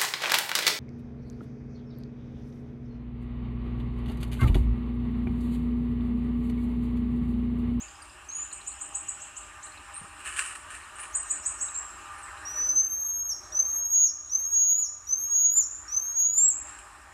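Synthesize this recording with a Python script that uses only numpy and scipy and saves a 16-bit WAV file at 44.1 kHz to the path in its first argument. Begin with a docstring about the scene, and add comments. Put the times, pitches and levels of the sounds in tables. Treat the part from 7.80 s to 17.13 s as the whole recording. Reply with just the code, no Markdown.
"""Marmosets call in a rock-walled enclosure, over a ventilation-like haze of shaped noise that swells and sinks.
Thin gliding peeps and faint far chips come first, then a twitter of quick upward sweeps with a leap in pitch.
One animal leaps off a rope with a rustle of grainy noise, and a second twitter follows.
Five long rising whistles close it: near-sines, swelled by standing waves. The walls ring after every call,
and a noise suppressor turns the haze down under each held whistle."""
import sys
import numpy as np
from scipy import signal
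from scipy.fft import rfft, irfft, next_fast_len
from scipy.io import wavfile
from scipy.ndimage import uniform_filter1d, minimum_filter1d, map_coordinates

SR = 44100
rng = np.random.default_rng(int(sys.argv[2]) if len(sys.argv) > 2 else 0)


def dump(signal):
    """Clip the signal to [-1, 1] and save it as 16-bit WAV at the path in sys.argv[1]."""
    limited = np.clip(np.atleast_2d(signal).T, -1, 1)
    pcm = np.round(limited * 32767).astype(np.int16)
    wavfile.write(sys.argv[1], SR, pcm)


N = 411453


def amp(db):
    """Level in decibels to amplitude ratio."""
    return 10 ** (np.asarray(db) / 20)


def evened(x):
    """Scales to unit effective (rms) amplitude."""
    return x / np.sqrt(np.mean(x ** 2) + 1e-20)


def read(points, hz):
    """Interpolates a table linearly along a logarithmic frequency axis."""
    f, value = np.transpose(points)
    return np.interp(np.log(hz + 1), np.log(f + 1), value)


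def add(mix, s, sound):
    """Superposes a sound on the mix from time s [s], in place."""
    part = mix[max(round(s * SR), 0):][:len(sound)]
    part += sound[:len(part)]


def noise(gain):
    """Filtered noise: white noise weighted by the spectrum gain(Hz), brought to rms 1."""
    size = next_fast_len(N)
    spectrum = rfft(rng.standard_normal(size)) * gain(np.fft.rfftfreq(size, 1 / SR))
    return evened(irfft(spectrum, size)[:N])


def waver(size, hz):
    """Band-limited random modulation: a smooth curve through hz normal random values per second."""
    position = np.arange(size) / SR * hz
    return map_coordinates(rng.standard_normal(4096), [position], order=3, mode="wrap")


def voice(hz, level, octave, jitter, jitter_hz=260):
    """Frequency modulation: a sine of randomly unsteady pitch (jitter is a share of it) and its second harmonic."""
    unsteady_hz = hz * (1 + jitter * waver(len(hz), hz=jitter_hz))
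    phase = 2 * np.pi * np.cumsum(unsteady_hz) / SR
    return np.sqrt(2) * (level * np.sin(phase) + octave * np.sin(2 * phase))


def whistle(s, length, db, start_hz, plateau_hz, settle_s, lift_hz, lift_s, drop_s, low_hz, fade_db,
            bright_db, octave_fade_db=-7, drop_jitter=0.023, edge_s=0.0012):
    """Resonance under a glide: with even effort, the loudness follows the standing waves the pitch passes through.

    The pitch scoops up to a plateau and lifts under a last push; as the pressure gives out it drops, unsteady."""
    # standing waves between the walls: (centre [Hz], half width at 1/e of the gain [Hz], gain [dB])
    standing = [(5994, 52, 9), (6070, 10, -9), (6087, 33, 11.5), (6150, 12, -8.5), (6201, 64.4, 17),
                (6310, 14, -7.5), (6375, 70, 7), (6527, 50, 6), (6560, 15, -11.5), (6667, 89, 15),
                (6870, 32, -8), (6880, 82, 10), (7161, 50, 6), (7477, 520, 18.7)]
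    # level of the octave before its trim and wander: (frequency of the octave [Hz], level [dB])
    octave_level = [(11400, -73.5), (12200, -58.5), (12700, -49), (13050, -48.5), (13300, -49),
                    (14200, -50), (15400, -53)]
    onset_db, onset_s = -5.5, 0.034  # softer start, and the time constant of filling out
    flat_hz, flat_s = 230, 0.012  # flat start, and the time constant of catching the pitch
    wander_hz, wander_per_s = 4.4, 54  # random pitch wander and its rate
    crest_s = 0.006  # the lift crests this long before the drop

    t = np.arange(0, length + drop_s, 1 / SR)
    held = np.minimum(t, length)
    scoop = (start_hz - plateau_hz) * np.exp(-held / settle_s)
    lift = lift_hz * np.exp(-((length - crest_s - held) / lift_s) ** 2)
    hz = plateau_hz + scoop + lift - flat_hz * np.exp(-t / flat_s)
    hz = hz + wander_hz * waver(len(t), hz=wander_per_s)
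    drop = np.sin(np.pi / 2 * np.clip((t - length) / drop_s, 0, 1)) ** 2

    # the levels follow the pitch before the drop; the drop then fades them
    standing_db = sum(gain_db * np.exp(-((hz - centre) / width) ** 2) for centre, width, gain_db in standing)
    level_db = db + onset_db * np.exp(-t / onset_s) + standing_db + fade_db * drop
    octave_wander_db = 5 * waver(len(t), hz=30.23)
    octave_db = read(octave_level, 2 * hz) + bright_db + octave_wander_db + octave_fade_db * drop

    edges = np.clip(np.minimum(t, t[-1] - t) / edge_s, 0, 1)
    sliding_hz = hz + (low_hz - hz) * drop
    jitter = 0.0008 + drop_jitter * np.sqrt(drop)
    return s, edges * voice(sliding_hz, amp(level_db), amp(octave_db), jitter, jitter_hz=900)


def twitter(s, db, lead, above_hz, flick, flick_hz, start_db=-26.5, knee_db=0.0, flick_db=-22, octave_db=-42):
    """Register leap: a slide grows louder, leaps up in pitch and ends in a fading upward flick."""
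    # nominal speed and size: the curve of the slide makes it a little slower and the leap a little larger
    slide_hz_per_s, leap_hz = 51000, 719
    t = np.arange(-lead, flick, 1 / SR)
    slide = np.clip(1 + t / lead, 0, 1)
    up = np.clip(t / flick, 0, 1)

    slide_left = 1 - np.sin(0.98 * slide) / np.sin(1.1)
    lead_in_hz = above_hz - leap_hz - slide_hz_per_s * lead * slide_left
    rising_hz = above_hz + flick_hz * (0.296 * up + 0.78 * up ** 5)
    hz = np.where(t < 0, lead_in_hz, rising_hz)

    lead_in_db = start_db + (knee_db - start_db) * slide ** 2
    level = amp(db + np.where(t < 0, lead_in_db, flick_db * up ** 3))
    level = uniform_filter1d(level, size=30) * signal.windows.tukey(len(t), 0.08)
    octave = amp(db + octave_db) * np.sin(np.pi * slide)  # heard in the lead-in only
    return s - lead, voice(uniform_filter1d(hz, size=20), level, octave, jitter=0.031, jitter_hz=587)


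def peep(s, length, db, start_hz, end_hz, bend=1.45):
    """Frequency glide: a short near-sine whose pitch flattens towards its end."""
    u = np.linspace(0, 1, round(length * SR))
    level = amp(db) * signal.windows.tukey(len(u), 0.5)
    hz = end_hz + (start_hz - end_hz) * (1 - u) ** bend
    return s, voice(hz, level, amp(-50) * level, jitter=0.0041)


def scrabbles(grain_db=3, grain_hz=600, snaps_per_s=170, snap_db=-2):
    """Friction noise: claws drag over fibre in grainy bursts, with small snaps where they catch."""
    # bursts on rope and leaves: (time of the peak [s], level [dB], rise [s], decay [s])
    bursts = [(2.405, -45, 0.012, 0.015), (2.467, -29.5, 0.012, 0.03), (2.585, -27, 0.024, 0.044),
              (2.593, -21, 0.0017, 0.0042), (2.665, -39.5, 0.013, 0.066), (2.755, -35, 0.0024, 0.0047),
              (2.901, -42, 0.0046, 0.084), (2.947, -40, .004, 0.0064), (3.189, -37.5, 0.0038, 0.022),
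              (3.235, -38, 0.0036, 0.015), (7.49, -57, 0.023, 0.0054), (8.892, -49.5, 0.037, 0.028),
              (8.99, -39, 0.003, 0.0037)]
    # colour of the rustle: (frequency [Hz], relative level [dB])
    rustle = [(290, -50), (500, -27), (863, -31), (1150, -6.5), (1650, -9.5), (1800, 1), (2010, -17),
              (2650, -5.5), (3010, -8.5), (3190, -19), (5510, -29.5), (8480, -9), (9930, -16),
              (10800, -37.5), (15500, -40.5)]
    t = np.arange(N) / SR
    push = np.zeros(N)
    for s, db, rise, decay in bursts:
        time_constants = np.maximum((s - t) / rise, (t - s) / decay).clip(0, 40)
        push += amp(db) * np.exp(-time_constants)
    drag = evened(rng.standard_normal(N) * amp(grain_db * waver(N, hz=grain_hz)))
    snaps = evened(np.tanh(rng.standard_normal(N)) * (rng.random(N) < snaps_per_s / SR))
    size = next_fast_len(N)
    colour = amp(read(rustle, np.fft.rfftfreq(size, 1 / SR)))
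    rubbing = irfft(rfft(drag + amp(snap_db) * snaps, size) * colour, size)[:N]
    return push * evened(rubbing)


def bumps(hz=170, decay=0.0044, body_db=-9):
    """Heavily damped impact: dull knocks, each a low push and a puff that hardly ring."""
    # soft knocks: (time [s], level before the doubling below [dB])
    knocks = [(2.215, -43), (2.242, -46.5)]
    out, t = np.zeros(N), np.arange(SR // 10) / SR
    body = signal.butter(2, [220, 650], "bandpass", fs=SR, output="sos")
    for s, db in knocks:
        puff = amp(body_db) * evened(signal.sosfilt(body, rng.standard_normal(len(t))))
        knock = np.exp(-t / decay) * (np.sin(2 * np.pi * hz * t) + puff)
        add(out, s, amp(db) * 2 * knock)
    return out


def chip(s, db, hz, length=0.014, spread=0.038):
    """Random frequency modulation: fast jitter makes a tiny note raspy, almost a tick."""
    size = round(length * SR)
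    level = amp(db) * np.hanning(size)
    return s - length / 2, voice(np.full(size, float(hz)), level, 0, jitter=spread, jitter_hz=815)


def haze(patchy_db=1.74, low_cut_hz=40):
    """Broadband noise in bands: roar, hiss and fan tones swell and sink while the rumble stays nearly steady."""
    # colours of the three noises: (frequency [Hz], relative level [dB])
    roar = [(76, -51), (130, -23.5), (326, -17), (364, -11.5), (470, -22.5), (600, -16.5), (706, -15.5),
            (786, -9.5), (853, -9), (1210, -1.5), (1350, -4.5), (1840, -6), (2000, -15), (2770, -8),
            (3300, -20.5), (4290, -47.5), (7260, -120)]
    hiss = [(2800, -16.5), (3200, -11), (3900, -3.5), (4300, -4.5), (4600, -12.5), (4850, -5.5),
            (5200, -3.5), (6200, -8.5), (7500, 5), (9600, -3), (10500, -14.5), (13500, -20.5),
            (15500, -29.5)]
    rumble = [(13, -49.5), (22, -3), (38, -2.5), (59, 3), (89, -1), (124, -13.5), (170, -20), (220, -46.5),
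              (370, -120)]
    # fan tones as narrow noise bands: (frequency [Hz], level before the swell [dB], width at half amplitude [Hz])
    hum = [(54, -69, 8.1), (301.7, -69, 11), (613, -66, 47), (806.6, -62.5, 1.4), (1196.6, -55, 2.7),
           (1852, -62.5, 13)]
    # course of the haze: (time [s], low level [dB], middle level [dB], high level [dB])
    swell = [(0, -63.5, -51.5, -53), (1.1, -63.5, -51.5, -50.5), (2.5, -62, -47.5, -52.5),
             (4.5, -60, -45, -55), (4.802, -51, -50, -62), (5.25, -62, -57.5, -68),
             (5.749, -56.5, -53.5, -71.5), (6.3, -67, -58.5, -66.5), (7.35, -68, -58.5, -69.5),
             (8.101, -65, -52.5, -63.5), (8.499, -65.5, -56.5, -68.5), (8.899, -61.5, -48, -56),
             (9.33, -65.5, -51, -63)]
    # usual level of the haze: low, middle, high [dB]
    usual_db = [-60.5, -46, -52]
    # how far each frequency follows the low, middle and high level, one list each: (frequency [Hz], share)
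    follow = ([(60, 0.2), (250, 0.36), (400, 1), (600, 0.77), (900, 0.41)], [(600, 0.055), (900, 0.61),
              (1800, 0.9), (2200, 0.42), (3200, 0.0066), (4500, 0.36), (8000, 0.35), (11000, 0.43),
              (14000, 0.063)], [(1800, 0), (2200, 0.27), (2900, 0.9), (3500, 0.25), (4500, 0), (9000, 0.26),
              (12000, 0)])

    # levels before the swell [dB]
    air = amp(-46.5) * noise(lambda f: amp(read(roar, f)))
    air += amp(-54.5) * noise(lambda f: amp(read(hiss, f)) * (f > 2000))
    air += amp(-58.5) * noise(lambda f: amp(read(rumble, f)) * np.minimum(f / low_cut_hz, 1) ** 8)
    for hz, db, width in hum:
        air += amp(db) * noise(lambda f: 1 / (1 + (1.34 * (f - hz) / width) ** 2) ** 2)

    f, t, z = signal.stft(air, SR, nperseg=1024, noverlap=768)
    s, *levels = np.transpose(swell)
    swell_db = sum(np.outer(read(shares, f), np.interp(t, s, level) - usual)
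                   for shares, level, usual in zip(follow, levels, usual_db))
    # random louder and softer patches in time and frequency
    patches = uniform_filter1d(rng.standard_normal(z.shape), size=14, axis=0)
    patches = evened(uniform_filter1d(patches, size=8, axis=1))
    gain_db = swell_db + patchy_db * patches * (f[:, None] > 130)
    return signal.istft(z * amp(gain_db), SR, nperseg=1024, noverlap=768)[1][:N]


def enclosure(x, wet_db, early_db=4, early_s=0.031, with_echoes=True):
    """Reverberation: wall echoes, then a coloured diffuse ring, strongest at first and shortest at the very top."""
    # separate wall echoes: (delay [s], gain)
    wall_echoes = [(.0013, 0.12), (.0047, 0.46), (.0113, -0.1), (.0187, .16), (.029, 0.087)]
    # reverberation time without the early boost: (frequency [Hz], time to fall 60 dB [s])
    ring_time = [(300, 0.36), (2000, 0.44), (7000, 0.69), (10000, 0.75), (15000, 0.21)]
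    # colour of the ring: (frequency [Hz], relative level [dB])
    walls = [(300, -1.5), (3000, -22), (4500, -7), (5400, 3.5), (5800, 2), (6150, -8.5), (6450, 1.5),
             (6800, -0.5), (7150, 1.5), (7550, 0), (8300, -0.5), (10000, -2.5), (15000, -1)]
    f, t, z = signal.stft(rng.standard_normal(SR), SR, nperseg=256)
    decay_db = -60 * t / read(ring_time, f)[:, None]
    ring_db = read(walls, f)[:, None] + decay_db + early_db * np.exp(-t / early_s)
    tail = signal.istft(z * amp(ring_db), SR, nperseg=256)[1]
    tail = tail * np.clip(np.arange(len(tail)) / SR / 0.0023, 0, 1)  # builds up over 2.3 ms
    response = amp(wet_db) * tail / np.linalg.norm(tail)
    response[0] = 1  # direct sound
    if with_echoes:
        for delay, gain in wall_echoes:
            add(response, delay, np.array([gain]))
    return signal.fftconvolve(x, response / np.linalg.norm(response))[:N]


def suppressor(x, count=20):
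    """Spectral gain control: a high tone that holds its pitch for count frames turns other frequencies down."""
    # share of the cut that each frequency takes: (frequency [Hz], share)
    cut_share = [(80, 0.031), (250, 0.067), (450, 0.27), (1000, 0.61), (2800, 0.75), (4500, 1),
                 (5400, 0.012), (5800, 0.32), (7700, 0), (8300, 0.72), (10500, 0.49), (11800, 0),
                 (15000, 0.002)]
    held_tone_db, cut_per_db = -59, 0.31  # threshold of a held tone, and cut per dB above it
    f, t, z = signal.stft(x, SR, nperseg=1024, noverlap=768)
    band = abs(z[(f > 5000) & (f < 8000)])
    # the minimum over the latest frames is large only where a tone stays in its bin
    held = minimum_filter1d(band, size=count, axis=1, origin=(count - 1) // 2)
    held_db = uniform_filter1d(10 * np.log10((held ** 2).sum(0) + 1e-14), size=9)
    cut_db = np.outer(read(cut_share, f), cut_per_db * np.maximum(held_db - held_tone_db, 0))
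    return signal.istft(z * amp(-cut_db), SR, nperseg=1024, noverlap=768)[1][:N]


def scene():
    """Superposition at several depths: whistles nearest, peeps and twitters deeper, chips far off, and the haze."""
    # the levels in these four tables stand before the walls and the mix
    # long whistles: (time [s], length [s], level before standing waves [dB], start [Hz], plateau [Hz],
    # settling [s], final lift [Hz], lift [s], drop [s], lowest pitch of the drop [Hz], fade of the drop [dB],
    # trim of the octave [dB])
    whistle_rows = [(4.652, 0.83, -34.5, 5389, 5510, 0.19, 1004, 0.83, 0.053, 5400, -3, 1),
                    (5.722, 0.52, -33.5, 5827, 6558, 0.11, 129.7, .12, 0.064, 5420, -20, 2),
                    (6.496, 0.52, -34.5, 5825, 6672, 0.098, 275, 0.06, 0.062, 5490, -16, -0.5),
                    (7.269, .52, -35.5, 5870, 6730, .134, 447, .049, .06, 5530, -23.5, -1),
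                    (8.08, 0.61, -36.5, 5690, 6733, 0.14, 951, .12, 0.048, 6420, -22, -1.5)]
    # twitter notes: (time of the leap [s], level [dB], lead-in [s], pitch after the leap [Hz], flick [s],
    # approximate height of the flick [Hz])
    twitter_rows = [(0.729, -35, .015, 8170, 0.008, 1700), (.876, -33, 0.027, 8100, .0098, 2100),
                    (1.015, -33, 0.024, 7930, 0.0085, 1780), (1.151, -31, 0.017, 7750, 0.017, 1970),
                    (1.288, -31.5, .019, 7710, 0.013, 2430), (1.418, -41.5, .032, 7550, 0.022, 2400),
                    (1.567, -40.5, 0.016, 7380, 0.025, 2520), (1.83, -45, 0.014, 7390, .042, 4300),
                    (3.353, -26.5, 0.026, 8070, 0.016, 2010), (3.509, -26.5, 0.031, 8050, 0.013, 1550),
                    (3.662, -28.5, 0.034, 7870, 0.022, 1480), (3.813, -30.5, 0.033, 7700, .039, 1170)]
    # short peeps: (time [s], length [s], level [dB], start [Hz], end [Hz])
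    peep_rows = [(.0, 0.039, -48, 6000, 7390), (0.218, 0.015, -54.5, 8000, 9400),
                 (0.487, 0.017, -42, 6240, 6410), (0.505, 0.11, -44, 6380, 7030),
                 (0.545, 0.035, -52.5, 8670, 9670), (0.554, 0.09, -45.5, 6870, 7060),
                 (0.637, 0.0144, -52, 6670, 8200), (2.134, 0.029, -49, 8160, 9110),
                 (2.157, 0.0318, -46, 8200, 9200), (3.152, .022, -54.5, 8400, 8880),
                 (3.197, 0.03, -47, 9360, 9750), (3.938, 0.06, -38.5, 7110, 7710),
                 (4.373, 0.039, -61, 9550, 9700), (4.424, 0.024, -51, 8650, 7600)]
    # far chips: (time of the middle [s], level [dB], pitch [Hz])
    chip_rows = [(.085, -52, 4930), (.156, -51, 5050), (.223, -47, 4870), (.299, -51, 4880),
                 (.515, -47, 4200), (0.718, -46, 4100), (.815, -49, 4060), (.921, -53, 4300),
                 (1.832, -54, 3980), (1.870, -50, 4170), (1.923, -49, 4150), (1.977, -50, 4120),
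                 (2.166, -51, 3980), (3.04, -53, 4100), (3.887, -48, 3960), (3.952, -48.5, 4060),
                 (4.578, -52.5, 4000), (5.723, -54.5, 3740), (6.497, -55, 3770), (7.274, -60, 3800)]

    whistles, twitters, peeps, chips = np.zeros((4, N))
    for place, call, rows in ((whistles, whistle, whistle_rows), (twitters, twitter, twitter_rows),
                              (peeps, peep, peep_rows), (chips, chip, chip_rows)):
        for row in rows:
            add(place, *call(*row))

    # the first echoes of the whistles are in the standing waves
    calls = amp(-0.03) * enclosure(whistles, wet_db=-10.5, early_db=5.5, with_echoes=False)
    calls += amp(3.5) * enclosure(twitters, wet_db=-1.0, early_db=7.5)
    calls += amp(7.5) * enclosure(peeps, wet_db=-4.0, early_db=6.0)
    movement = enclosure(scrabbles(), wet_db=-4.5, early_db=11) + bumps()
    far_calls = amp(-1) * enclosure(chips, wet_db=-8, early_db=4.5)
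    return (calls + movement + far_calls + haze())[None]


def record(dry):
    """Band limitation: noise suppression, then a steep low-pass at 15550 Hz."""
    quieted = suppressor(dry[0])[None]
    low_pass = signal.firwin(511, 15550, window=("kaiser", 9), fs=SR)
    return signal.oaconvolve(quieted, low_pass[None], "same")


dry = scene()
out = record(dry)
dump(out)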